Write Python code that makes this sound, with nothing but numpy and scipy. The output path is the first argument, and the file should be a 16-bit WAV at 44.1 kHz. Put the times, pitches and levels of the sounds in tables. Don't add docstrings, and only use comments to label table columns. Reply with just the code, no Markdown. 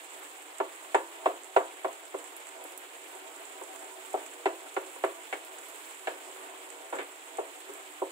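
import sys
import numpy as np
from scipy import signal
from scipy.fft import rfft, irfft, next_fast_len
from scipy.io import wavfile
from scipy.ndimage import uniform_filter1d

SR = 44100
rng = np.random.default_rng(int(sys.argv[2]) if len(sys.argv) > 2 else 0)


def generate_wav(signal):
    frames = np.transpose(np.atleast_2d(signal))
    scaled = np.clip(frames, -1, 1) * 32767
    pcm = np.round(scaled).astype(np.int16)
    wavfile.write(sys.argv[1], SR, pcm)


def boost(x):
    u = np.asarray(x, float) / 20
    return 10 ** u


N = 357651
T = np.arange(N) / SR
PADDED = next_fast_len(N + SR // 10)
HZ = np.maximum(np.fft.rfftfreq(PADDED, 1 / SR), 1)

# f/Hz, level/dB, t60/s, left over right/dB
PAN = [(306.6, -17, 0.2, 5), (338, -14, 0.36, 1), (380.5, -0.5, 0.2, -2), (412.3, -12.5, 0.17, 12),
       (480.3, -3, 0.2, -4), (543, -8, 0.24, 0.5), (608, -21, 0.18, -16), (659.5, 3.5, 0.047, -2.5),
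       (712.4, -11, 0.18, 9), (757, -0.5, 0.067, 10), (873, -9, 0.05, -11), (903.5, -7.5, 0.066, -12),
       (975, -3.5, 0.075, -5), (1055, -7.5, 0.09, -1), (1148, -14, 0.11, -6.5), (1272, -14, 0.043, -8),
       (1400, -13.5, 0.13, 5.5), (1520, -17, 0.097, -9), (1596, -26.5, 0.18, 5), (1712, -16, 0.068, -18),
       (1998, -21.5, 0.087, -4), (2215, -16.5, 0.1, 10.5), (2370, -35, 0.06, -9), (2683, -17, .06, -8),
       (3020, -30.5, 0.065, -25), (3380, -41, 0.055, -1)]


def rms_one(x):
    return x / np.sqrt(np.mean(x ** 2) + 1e-20)


def columns(rows, at, scale=np.asarray):
    first, *rest = np.transpose(rows)
    return np.array([np.interp(scale(at), scale(first), column) for column in rest])


def bandpass(order, band_hz):
    return signal.butter(order, band_hz, "band", fs=SR, output="sos")


def drift(rate_hz):
    r = np.exp(-80 * np.pi * rate_hz / SR)
    noise = rng.standard_normal(N // 40 + 2002)
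    slow = signal.lfilter([1], [1, -2 * r, r * r], noise)[2000:]
    return np.interp(np.arange(N) / 40, np.arange(len(slow)), rms_one(slow))


def ring(x, hz, t60):
    r, w = boost(-60 / (t60 * SR)), 2 * np.pi * hz / SR
    return signal.lfilter([0, np.sin(w)], [1, -2 * r * np.cos(w), r * r], x + 1e-18)


def grains(per_s, spread_db, size=N):
    chance, pick = rng.random((2, 3, size))
    sizes = boost(spread_db * np.minimum(-np.log(1 - chance), 5))
    sign = np.sign(pick - per_s / SR / 2)
    return rms_one(sizes * sign * (pick < per_s / SR))


def at_ports(streams):
    # f/Hz, shared power/0..1
    likeness = [(250, 1), (500, 1), (1000, 0.4), (2000, 0.26), (4000, 0.041), (8000, 0.19)]
    left_lag_s = 0.00024
    alike = np.clip(columns(likeness, HZ, np.log)[0], 0, 1)
    shared, left, right = rfft(streams, PADDED)
    late = np.exp(-2j * np.pi * HZ * left_lag_s)
    common = np.sqrt(alike) * shared * [late, late ** 0]
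    apart = np.sqrt(1 - alike) * np.array([left, right])
    return irfft(common + apart, PADDED)[:, :N]


def knocks():
    # t/s, peak/dB, deep share/dB, upper share/dB, treble share/dB
    blows = [(0.602, -19.5, -15.5, -5.5, -22), (0.946, -10, -18.5, -14, -20), (1.259, -12, -20, -16, -23.5),
             (1.564, -8, -21, -13, -22.5), (1.846, -17.5, -22.5, -18, -25),
             (2.142, -23.5, -15.5, -21.5, -31), (3.613, -40, -7.5, -4, -22), (4.142, -17, -19, -43, -34),
             (4.4582, -16, -15.5, -12.5, -16), (4.766, -19.5, -16.5, -11, -19.5),
             (4.959, -41, -31, -7, -22), (5.039, -16.5, -17.5, -11, -19), (5.3276, -26, -16.5, -17, -10),
             (6.073, -21.5, -23, -26, -13), (6.927, -28, -18, -10, -19), (6.987, -35.5, -4.5, -13, -4),
             (7.385, -19.5, -18.5, -32, -32), (7.691, -48.5, 0.5, -3, -19), (8.018, -24, -7.5, -8, -38)]
    spoon_lag_s = 0.00016
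    uneven_db = 1.6
    low_hard_db, low_most_db, gentle_peak_db, low_gain = -21.5, -10.5, -16.5, 0.96
    free_s, landing_s, landing_db = 0.018, 0.0022, -5.5

    out, t = np.zeros((2, N + SR)), np.arange(SR // 4) / SR
    hz, mode_db, t60, side_db = np.transpose(PAN)[:, :, None]
    settling = boost(landing_db / (1 + np.exp(-(t - free_s) / landing_s)))
    dull, dry_wood = bandpass(4, [330, 1150]), bandpass(1, [1400, 2800])
    tick = signal.sosfilt(bandpass(2, [700, 3800]), 1. * (t == 0))
    flip = np.pi * np.arange(len(PAN))[:, None]

    for s, peak_db, deep_db, upper_db, treble_db in blows:
        strength, turn, skew = rng.standard_normal((3, len(PAN), 1))
        wood = rng.standard_normal((3, len(t)))
        slosh = np.cumsum(rng.standard_normal((len(PAN), len(t) // 64 + 1)), axis=1)
        slosh = uniform_filter1d(np.repeat(slosh, 64, axis=1), size=64, axis=1)
        wander = slosh[:, :len(t)] * hz / 900

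        contact_s = 0.0009 * boost(-0.3 * (treble_db + 18))
        settle = settling * (1 - np.exp(-t / contact_s))
        low_db = np.clip(low_hard_db + low_gain * (gentle_peak_db - peak_db), low_hard_db, low_most_db)
        shares_db = [deep_db + 15.5, low_db + 10.5, low_db + 19.0, 0, 0,
                     upper_db + 13, (upper_db + treble_db) / 2 + 20, treble_db + 21.5]
        colour_db = np.interp(hz, [415, 417, 600, 640, 790, 890, 1450, 1730], shares_db)
        mode_peak_db = peak_db - 9.5 + mode_db + colour_db + uneven_db * strength
        height = boost(mode_peak_db - 60 * t / t60) * settle

        thud = boost(peak_db - 0.5 - 60 * t / 0.24) * settle * signal.sosfilt(dull, wood[2])
        rattle = boost(peak_db + treble_db + 11 - 60 * t / 0.15) * settle * signal.sosfilt(dry_wood, wood[:2])
        crack = boost(peak_db + 0.5 * treble_db - 39.0 - 60 * t / 0.013) * wood[1::-1]
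        touch = boost(peak_db + treble_db + 29) * tick
        for ear, sign in enumerate([0.5, -0.5]):
            phase = 2 * np.pi * hz * t + flip + 0.22 * wander + 0.5 * turn + sign * skew * hz / 1600
            modes = np.sum(height * boost(sign * side_db) * np.sin(phase), axis=0)
            at = round((s - 0.0009 + spoon_lag_s * (1 - ear)) * SR)
            out[ear, at:at + len(t)] += touch + thud + rattle[ear] + crack[ear] + modes
    return out[:, :N]


def scuffs():
    # t/s, length/s, level/dB, brightness f/Hz
    strokes = [
        (0.21, 0.082, -51, 1490),
        (2.645, 0.03, -45.5, 1200),
        (5.334, 0.04, -44, 3500),
        (5.545, 0.49, -56.5, 2500),
        (6.095, 0.15, -52, 2500),
        (6.355, 0.3, -53, 1490),
        (6.923, 0.076, -38, 1230),
        (6.986, 0.064, -39, 2280),
        (7.683, 0.18, -54, 1180),
        (7.93, 0.035, -58, 3500),
    ]
    out = np.zeros((3, N))
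    for s, length_s, level_db, bright_hz in strokes:
        a, n = round(s * SR), round(length_s * SR)
        swell = np.sin(np.pi * np.sqrt(np.arange(n) / n))
        slips = grains(2500, spread_db=2.0, size=SR // 2)[:, :n]
        dull = signal.sosfilt(signal.butter(2, bright_hz, fs=SR, output="sos"), slips)
        out[:, a:a + n] += boost(level_db) * swell * rms_one(dull)
    return at_ports(out)


def bubbling(level_db):
    thuds = at_ports(grains(900, spread_db=3.5) * boost(2.0 * drift(6.2)))
    swells = [boost(1.5 * drift(14)) for group in range(4)]
    out = 0
    for k, (hz, mode_db, t60, side_db) in enumerate(PAN[:18]):
        gain = boost(0.8 * mode_db + np.array([[0.6], [-0.6]]) * side_db) / np.sqrt(t60)
        out = out + gain * swells[k % 4] * ring(thuds, hz, 2.85 * t60)
    return boost(level_db) * rms_one(out)


def sizzle(sizzle_db, fizz_db):
    # f/Hz, level per Hz/dB
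    colour = [(200, 15), (400, -6), (1000, -0.5), (1500, -5.5), (2500, -1), (4000, -3), (8000, -6),
              (16000, -4)]
    streams = grains(9000, spread_db=3.5) + 1.037 * rng.standard_normal((3, N))
    out, together = 0, drift(25)
    edges = 283 * 2 ** np.arange(0, 6.1, 0.5)
    for k, (low, high) in enumerate(zip(edges, edges[1:])):
        band = signal.sosfilt(bandpass(2, [low, high]), streams)
        level_db = sizzle_db + 7.0 if high < 5000 else fizz_db + 8
        colour_db = columns(colour, np.sqrt(low * high), np.log)[0]
        flicker_db = 0.7 * together + 1.3 * drift(27)
        out = out + (-1) ** k * band * boost(level_db + colour_db + flicker_db)
    return at_ports(out)


def spits():
    # t/s, peak/dB, top share/dB
    large_drops = [(0.5841, -26, -18), (0.7612, -34, -45), (0.949, -22.5, -39), (1.4446, -30, -25),
                   (2.0542, -30, -25), (2.1874, -32, -30), (2.242, -28, -26), (2.366, -32, 4),
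                   (2.4698, -29, -23), (2.4897, -29, -32), (2.64, -30.5, 0.5), (2.7207, -27, -9),
                   (2.7768, -26.5, 0.5), (3.637, -27.5, -21), (3.7606, -29, -24), (3.7923, -29, -38),
                   (4.1302, -27, -25), (4.2078, -35, -5), (4.2636, -29, -58), (4.338, -28.5, -46),
                   (4.7432, -28, -8), (5.2345, -30.5, -26), (5.449, -32, -1), (5.6854, -34, 1),
                   (5.6994, -32, -8), (5.9943, -34, -21), (6.703, -28.5, -34), (6.9556, -28, -13),
                   (7.3717, -26, -23), (7.7373, -30, -6)]
    droplet_count, mean_top_db = 40, -21
    peaks_db = rng.normal(-35.5, 3, droplet_count)
    tops_db = rng.normal(mean_top_db, 4, droplet_count)
    droplets = list(zip(rng.random(droplet_count) * N / SR, peaks_db, tops_db))

    out, t = np.zeros((2, N + SR)), np.arange(SR // 20) / SR
    body, middle, top = bandpass(2, [1200, 4500]), bandpass(2, [5500, 10500]), bandpass(2, [9500, 14000])
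    fizz = boost(-27 - 60 * t / 0.0029) + boost(-20.5 - 60 * t / 0.05)
    for s, peak_db, top_db in large_drops + droplets:
        burst = rng.standard_normal((2, len(t))) * fizz + (t == 0)
        body_db = -10 - 0.8 * max(top_db - mean_top_db, 0)
        drop = boost(body_db) * signal.sosfilt(body, burst) + signal.sosfilt(middle, burst)
        drop += boost(top_db + 10) * signal.sosfilt(top, burst)
        at = round(s * SR)
        out[:, at:at + len(t)] += boost(peak_db + 14.5) * drop
    return out[:, :N]


def kitchen(x):
    t60 = 0.26
    t = T[:SR // 3]
    tail = rng.standard_normal((3, len(t))) * boost(-60 * t / t60) * (t > 0.004)
    tail = at_ports(tail)[:, :len(t)]
    tail = tail / np.sqrt(np.sum(tail[0] ** 2))
    return signal.oaconvolve(x[1:], tail, axes=1)[:, :N]


def scene():
    # t/s, vigour of the sauce/dB, hot floor laid bare/dB
    simmer = [(0.0, -4, 1), (0.27, -5, 2), (0.6, -3, -1.5), (0.95, -4, 1), (1.2, 1.5, 0.5), (1.74, 0, -0.5),
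              (2.0, 0.5, 0), (2.9, 0.5, 0), (4.04, 2.5, 2), (4.5, -0.5, 0.5), (5.06, 2, 1.5), (5.56, 1, 1),
              (5.72, -4.5, 3), (6.1, -2.5, 2), (6.4, 3.5, 1.5), (6.71, 2, 0.5), (7.2, -4, 0),
              (8.11, -2.5, 1)]
    vigour_db, bare_db = columns(simmer, T)
    hits = knocks() + scuffs() + spits()
    sauce = bubbling(-54.5 + vigour_db)
    fat = sizzle(-53 + 0.25 * bare_db, -51 + bare_db)
    return hits + boost(-10.0) * kitchen(hits) + sauce + fat


def low_pass(x):
    return signal.sosfilt(signal.butter(12, 16460, fs=SR, output="sos"), x)


def record(dry):
    # f/Hz, left/dB, right/dB
    ports = [(2024, 2, 2.5), (3500, -3, -2.5), (4800, -12, -14), (5300, -25, -10.5), (6030, -20.5, -12.5),
             (6920, -31, -1), (7590, -14, 5.5), (8000, -14.5, 3), (9280, -14.5, -3.5), (11000, -19.5, -8.5),
             (13800, -30, -13.5), (14900, -25.5, -8), (15500, -25.5, -9.5)]
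    bass_cut_hz, top_cut_hz = 231.1, 15750
    cepstrum = irfft(np.log(boost(columns(ports, HZ, np.log))), PADDED)
    cepstrum[:, 1:PADDED // 2] *= 2
    cepstrum[:, PADDED // 2:] = 0
    colour = np.exp(rfft(cepstrum))
    heard = irfft(rfft(dry, PADDED) * colour * (HZ < top_cut_hz), PADDED)[:, :N]
    cut = signal.sosfilt(signal.cheby2(10, 48, bass_cut_hz, "high", fs=SR, output="sos"), heard)
    leak = boost(-35.5) * heard.mean(axis=0)
    return low_pass(cut + leak)


dry = scene()
out = record(dry)
generate_wav(out)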